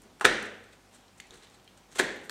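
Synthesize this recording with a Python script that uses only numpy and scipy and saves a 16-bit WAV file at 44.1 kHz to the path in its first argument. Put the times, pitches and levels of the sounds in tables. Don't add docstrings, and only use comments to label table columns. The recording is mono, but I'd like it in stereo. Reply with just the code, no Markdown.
import sys
import numpy as np
from scipy import signal
from scipy.fft import rfft, irfft
from scipy.io import wavfile
from scipy.ndimage import uniform_filter1d

SR = 44100
rng = np.random.default_rng(int(sys.argv[2]) if len(sys.argv) > 2 else 0)


def makeup_ratio(level_db):
    decades = np.asarray(level_db, float) / 20
    return 10 ** decades


def persist_wave(psi):
    counts = np.round(np.clip(psi, -1, 1) * 32767).astype(np.int16)
    wavfile.write(sys.argv[1], SR, np.atleast_2d(counts).T)


N = 101430


def evened(x):
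    return x / np.sqrt(np.mean(x ** 2) + 1e-20)


def read(points, hz):
    f, value = np.transpose(points)
    return np.interp(np.log(hz + 1), np.log(f + 1), value)


def add(mix, start_s, sound):
    part = mix[max(round(start_s * SR), 0):][:len(sound)]
    part += sound[:len(part)]


def colour(x, table):
    hz = np.fft.rfftfreq(256, 1 / SR)
    kernel = np.roll(irfft(makeup_ratio(read(table, hz))), 128) * np.hanning(256)
    return signal.oaconvolve(x, kernel, "same")


def ring(modes, push_s):
    t = np.arange(30000) / SR
    tones = sum(makeup_ratio(db - 60 * t / t60) * np.sin(2 * np.pi * hz * t) for hz, db, t60 in modes)
    return (1 - np.exp(-t / push_s)) * tones


def swell(start_s, rise_s, fall_s):
    t = np.arange(N) / SR - start_s
    return np.clip(t / rise_s, 0, 1) * makeup_ratio(-20 * np.maximum(t - rise_s, 0) / fall_s)


def partner(a, b, same):
    return same * a + np.sqrt(1 - same ** 2) * b


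# freq_hz, level_db_per_hz
AIR_SPECTRUM = [(25, -25.5), (60, -8), (200, -5), (800, -8), (1400, -12.5), (8500, -24), (10500, -30),
                (15600, -34.5)]
# freq_hz, likeness_-1_to_1
AIR_LIKENESS = [(60, -0.18), (240, -0.0), (950, -0.29), (3770, 0.07), (15000, 0.23)]
# freq_hz, tilt_db
AIR_TILT = [(60, 2.5), (380, -1.5), (2380, 0.5), (15000, 0)]
# pitch_hz, level_db
HUM = [(48.4, -73), (96.9, -74.5), (150.7, -82), (193.8, -76), (247.6, -73.5), (366.1, -76.5),
       (640.6, -91.5), (786.0, -76.5)]
AIR_DB = -57


def air():
    frames, hz = N // 512 + 5, np.fft.rfftfreq(2048, 1 / SR)
    a, b, c, d, patches = rng.standard_normal((frames, 1025, 5)).T
    patches = uniform_filter1d(patches, size=30, axis=0)
    patches = evened(uniform_filter1d(patches, size=6, axis=1))
    left = a + 1j * b
    z = np.array([left, partner(left, c + 1j * d, read(AIR_LIKENESS, hz)[:, None])])
    tilt_db = np.multiply.outer([.5, -.5], read(AIR_TILT, hz))[..., None]
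    z *= makeup_ratio(read(AIR_SPECTRUM, hz)[:, None] + 1.1 * patches + tilt_db)
    noise = signal.istft(z, nperseg=2048, noverlap=1536)[1][:, :N]

    t, hum = np.arange(N) / SR, np.zeros(N)
    for pitch_hz, db in HUM:
        waver = evened(uniform_filter1d(rng.standard_normal(N), size=3000))
        hum += makeup_ratio(db + 2.5 + 2.5 * waver) * np.sin(2 * np.pi * (pitch_hz * t + rng.random()))
    return makeup_ratio(AIR_DB) * evened(noise) + hum


# start_s, rise_s, fall_s, level_db
SHUFFLE = [
    (0, .06, 0.074, -57.5),
    (1.29, 0.0346, 0.088, -57.5),
]
SHUFFLE_HZ, SHUFFLE_WIDTH_HZ = 340, 210


def shuffle():
    edges_hz = [SHUFFLE_HZ - SHUFFLE_WIDTH_HZ / 2, SHUFFLE_HZ + SHUFFLE_WIDTH_HZ / 2]
    band = signal.butter(1, edges_hz, "band", fs=SR, output="sos")
    rub = evened(signal.sosfilt(band, rng.standard_normal(N)))
    return rub * sum(makeup_ratio(db) * swell(s, rise, fall) for s, rise, fall, db in SHUFFLE)


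# pitch_hz, level_db, t60_s
WORKTOP = [(96, -50, 1.5), (108, -49.5, .3), (38, -37, 0.41), (209.2, -38, 0.89)]
# pitch_hz, level_db, t60_s
JOLT = [(70, -31, 0.037), (104, -31, 0.056)]
# start_s, level_db
WORKTOP_HITS = [
    (0.2503, -1.5),
    (1.303, -23),
    (1.9959, -12.5),
]


def worktop():
    out = np.zeros(N)
    boom = ring(WORKTOP, push_s=0.035) + ring(JOLT, push_s=0.003)
    for s, db in WORKTOP_HITS:
        add(out, s, makeup_ratio(db) * boom)
    return out


# start_s, level_db, pitch_hz, t60_s
TICKS = [(0.0193, -42.5, 8830, 0.0088), (.035, -48, 7200, 0.0067), (.1975, -47, 8800, .006),
         (0.2109, -24.5, 812, 0.046), (.2108, -22.5, 1330, .02), (0.4256, -37.5, 4200, 0.0084),
         (0.213, -31.5, 1200, 0.023), (0.211, -28.5, 1700, 0.0097), (.211, -28, 2700, 0.025),
         (.211, -51.5, 14600, .012), (0.2213, -28.5, 1060, 0.034), (.2535, -18.5, 8610, .006),
         (.2573, -18, 7230, .005), (2.2957, -28.5, 4160, 0.005), (2.296, -28.5, 2620, 0.0065),
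         (0.2447, -17, 1650, .015), (.2685, -20.5, 1900, 0.017), (0.4268, -29.5, 7360, 0.004),
         (0.9472, -47, 8320, .015), (1.0076, -54, 6510, 0.0041), (1.0814, -45.5, 3980, 0.005),
         (1.2002, -29.5, 2030, 0.0027), (1.2018, -31.5, 3600, .002), (1.1988, -48, 6300, 0.005),
         (1.2009, -36, 6700, 0.005), (1.2025, -43, 8500, .012), (1.269, -47, 7200, 0.009),
         (1.3072, -37.5, 3800, 0.0093), (1.3072, -39.5, 5900, 0.0045), (1.3075, -49, 400, 0.017),
         (1.3327, -44, 1560, 0.014), (1.355, -42, 352, 0.014), (1.424, -48, 4000, .01),
         (1.4325, -45, 4170, 0.01), (1.4435, -47, 4030, .012), (1.357, -50.5, 8350, .01),
         (1.335, -48, 4000, 0.0071), (1.47, -44, 2990, 0.0065), (1.499, -46.5, 7000, .004),
         (1.5973, -46, 3406, 0.0069), (1.643, -49, 8100, 0.0074), (1.6766, -38.5, 3140, 0.016),
         (1.7671, -63, 3900, 0.0051), (1.9168, -44, 7000, .006), (1.9295, -45.5, 6500, 0.0087),
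         (1.9575, -36, 1620, .01), (2.1595, -49.5, 7900, .006), (2.1595, -53.5, 14000, .006),
         (2.1645, -46, 12900, 0.0023), (2.2146, -49, 8500, 0.0064), (2.2405, -44, 3970, 0.005),
         (2.25, -48, 14000, .008), (2.255, -58, 13000, .008), (2.2955, -34, 14000, .01),
         (2.2955, -36, 11700, 0.011)]
SPIT_DB, SPIT_T60_S, SPIT_SLOPE_DB, SPIT_RISE_S = -5.5, 0.011, -16.5, .0006


def ticks():
    out, t = np.zeros(N), np.arange(2000) / SR
    for s, db, hz, t60 in TICKS:
        add(out, s, ring([(hz, db, t60)], t60 / 12))
        band = [(hz / 2, SPIT_SLOPE_DB), (hz, 0), (2 * hz, SPIT_SLOPE_DB), (8 * hz, -45)]
        spit = evened(colour(rng.standard_normal(len(t)), band))
        fade = makeup_ratio(db + SPIT_DB - 60 * t / SPIT_T60_S) * (1 - np.exp(-t / SPIT_RISE_S))
        add(out, s, fade * spit)
    return out


# start_s, rise_s, fall_s, level_db, brightness_db
CRUNCH = [(.012, 0.0083, 0.027, -76, 19), (0.21, 0.0014, 0.024, -39, -1), (.241, 0.0034, .01, -60, 21),
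          (0.2448, 0.0049, 0.022, -20.5, -5.5), (0.422, 0.0059, 0.0074, -69.5, 29),
          (0.453, 0.0048, 0.011, -50, 6), (.635, 0.0039, .02, -59, 2), (.715, 0.019, 0.025, -58.5, -2.5),
          (.91, 0.043, 0.041, -56.5, 2), (1.171, 0.013, 0.013, -70.5, 18.5),
          (1.202, 0.0024, 0.0049, -49, 7.5), (1.319, 0.021, 0.11, -54.5, -0.5),
          (1.419, 0.019, 0.045, -56.5, -2.5), (1.499, 0.054, 0.036, -61.5, 0), (1.765, .01, 0.032, -58, 2),
          (1.9, 0.026, 0.051, -55.5, 1), (1.946, 0.014, 0.072, -42.5, 1), (1.9821, 0.013, 0.02, -24.5, -1),
          (2.019, 0.02, 0.04, -54, 9), (2.232, 0.0077, 0.077, -61, 7), (2.294, 0.0025, 0.0033, -44, 12.5)]
# freq_hz, level_db_per_hz
FLESH = [(900, -11.5), (1700, -6), (2600, -10.5), (4000, -9.5), (5200, -14.5), (8500, -11), (11000, -25),
         (15600, -28)]
SNAPS_PER_S, SNAP_SPREAD_DB, CLUMP_DB, BRIGHT_HZ = 11000, -2.5, 2, 4980


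def crunch():
    snaps = (rng.random(N) < SNAPS_PER_S / SR) * rng.choice([-1., 1.], N)
    snaps *= makeup_ratio(SNAP_SPREAD_DB * np.minimum(rng.exponential(1, N), 4))
    clumps = makeup_ratio(CLUMP_DB * evened(uniform_filter1d(rng.standard_normal(N), size=130)))
    snaps = evened(colour(snaps * clumps, FLESH))
    dull = signal.sosfiltfilt(signal.butter(2, BRIGHT_HZ, fs=SR, output="sos"), snaps)
    bright = snaps - dull
    out = np.zeros(N)
    for s, rise, fall, db, bright_db in CRUNCH:
        flesh = dull * makeup_ratio(-bright_db) + bright * makeup_ratio(bright_db)
        out += makeup_ratio(db) * swell(s, rise, fall) * flesh
    return out


# start_s, level_db, thud_db, crack_db
KNOCKS = [(0.1974, -50.5, -20, 5.5), (0.2105, -19.5, -9.5, -8.5), (0.2459, -18, 2, -16),
          (.2525, 0, -11, -10), (.2600, -23, 6.5, -8.5), (.2640, -32.5, 12.5, 6), (1.9597, -53, 17, 2),
          (1.9852, -36, -6, -1.5), (1.998, -7, -6.5, -10), (2.0093, -16.5, -10, -17),
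          (2.2956, -26.5, -12, -6.5)]
# pitch_hz, level_db, t60_s
SLAP = [(1608, -2, 0.014), (1750, -4, 0.016), (1360, -16.5, 0.022), (2030, -11, 0.0075),
        (2250, -12.5, 0.0098)]
# pitch_hz, level_db, t60_s
THUD = [(391, -2, 0.02765), (488, -2.5, 0.018), (247, -13.5, 0.052), (714, -9.5, 0.038), (950, -23, 0.0052),
        (1035, -5, .012)]
# pitch_hz, level_db, t60_s
CRACK = [(2750, -6, .006), (3450, -2, .007), (4250, -6, .006), (6000, -10, .004), (7170, -12, .004),
         (8600, -12, .004)]
PUSH_S, SPLINTER_DB, SPLINTER_T60_S = .0002, -3, 0.011


def knocks():
    out, t = np.zeros(N), np.arange(30000) / SR
    slap, thud = ring(SLAP, PUSH_S), ring(THUD, PUSH_S)
    for s, db, thud_db, crack_db in KNOCKS:
        detune = rng.uniform(.93, 0.97, len(CRACK))
        crack = ring([(hz * d, g, t60) for (hz, g, t60), d in zip(CRACK, detune)], PUSH_S / 4)
        splinter = evened(colour(rng.standard_normal(len(t)), FLESH))
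        crack += makeup_ratio(SPLINTER_DB - 60 * t / SPLINTER_T60_S) * splinter
        add(out, s, makeup_ratio(db) * (slap + makeup_ratio(thud_db) * thud + makeup_ratio(crack_db) * crack))
    return out


# freq_hz, t60_s
ROOM = [(100, 0.72), (300, 0.73), (1000, 0.74), (1800, 0.71), (2800, 0.73), (4500, 0.57), (8000, 0.58),
        (14000, 0.31)]
# freq_hz, level_db
ROOM_COLOUR = [(200, 9), (430, 5), (1300, 0), (1900, 1.5), (2600, 2), (6000, 3), (8500, -4.5), (15000, -6)]
# freq_hz, likeness_0_to_1
ROOM_LIKENESS = [(100, 1), (350, 1), (1500, 0.87), (4000, 0.45), (14000, .2)]
# delay_s, left_db, right_db
ECHOES = [
    (.0047, -10.5, -11),
    (.0076, -11.5, -13.5),
    (0.01, -31.5, -20.5),
    (0.017, -20.5, -23.5),
    (0.0192, -19.5, -17.5),
]
ROOM_DB, SMEAR_FROM_HZ = -6.5, 1300


def kitchen(x):
    hz, t, z = signal.stft(x, SR, nperseg=512, noverlap=384)
    power = abs(z) ** 2
    wide = np.clip(hz / SMEAR_FROM_HZ - 1, 0, 1)[:, None]
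    narrow_power = uniform_filter1d(power, size=2, axis=0)
    wide_power = uniform_filter1d(power, size=11, axis=0)
    power = (1 - wide) * narrow_power + wide * wide_power
    keep = makeup_ratio(-120 * 128 / SR / read(ROOM, hz))
    held = np.array([signal.lfilter([0, 0, 0, 1 - k], [1, -k], p) for k, p in zip(keep, power)])

    a, b, c, d = rng.standard_normal((len(t), len(hz), 4)).T
    left = a + 1j * b
    z = np.array([left, partner(left, c + 1j * d, read(ROOM_LIKENESS, hz)[:, None])])
    z *= np.sqrt(2 * abs(held)) * makeup_ratio(ROOM_DB + read(ROOM_COLOUR, hz))[:, None]
    late = signal.istft(z, SR, nperseg=512, noverlap=384)[1][:, :N]

    early = np.zeros((2, N))
    for s, left_db, right_db in ECHOES:
        add(early[0], s, makeup_ratio(left_db) * x)
        add(early[1], s * 1.01, makeup_ratio(right_db) * x)
    return late + early


# freq_hz, left_lead_rad
PORT_LEAD = [(1000, 0.056), (4000, 0.28), (9000, 0.066), (15000, 2.4)]
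# freq_hz, tilt_db
PORT_TILT = [(60, 2.5), (300, 1.8), (1500, 1.2), (5000, 0.9), (12000, -0.5)]
# freq_hz, level_db
CASE_DIP = [(1500, 0), (1700, -0.5), (2100, -0.5), (4400, 0.5), (4700, -2), (5300, -2), (5800, 1.5),
            (6600, 0)]
BOARD_CUT_HZ = 325


def scene():
    cut = signal.butter(3, BOARD_CUT_HZ, "high", fs=SR, output="sos")
    near = shuffle() + signal.sosfilt(cut, ticks() + crunch() + knocks())
    heard = worktop() + near + kitchen(near)
    hz = np.fft.rfftfreq(N, 1 / SR)
    half = makeup_ratio(read(PORT_TILT, hz) / 2) * np.exp(.5j * read(PORT_LEAD, hz))
    ports = np.array([half, 1 / half])
    return irfft(rfft(heard) * makeup_ratio(read(CASE_DIP, hz)) * ports, N) + air()


def top_cut(x):
    return signal.sosfilt(signal.butter(12, 15780, fs=SR, output="sos"), x)


CEILING, EDGE_HZ = 1.02, 15900


def record(dry):
    clipped = np.clip(dry, -CEILING, CEILING)
    lowpass = signal.firwin(511, EDGE_HZ, window=("kaiser", 9), fs=SR)
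    mix = signal.oaconvolve(clipped, lowpass[None], "same")
    return top_cut(mix)


dry = scene()
out = record(dry)
persist_wave(out)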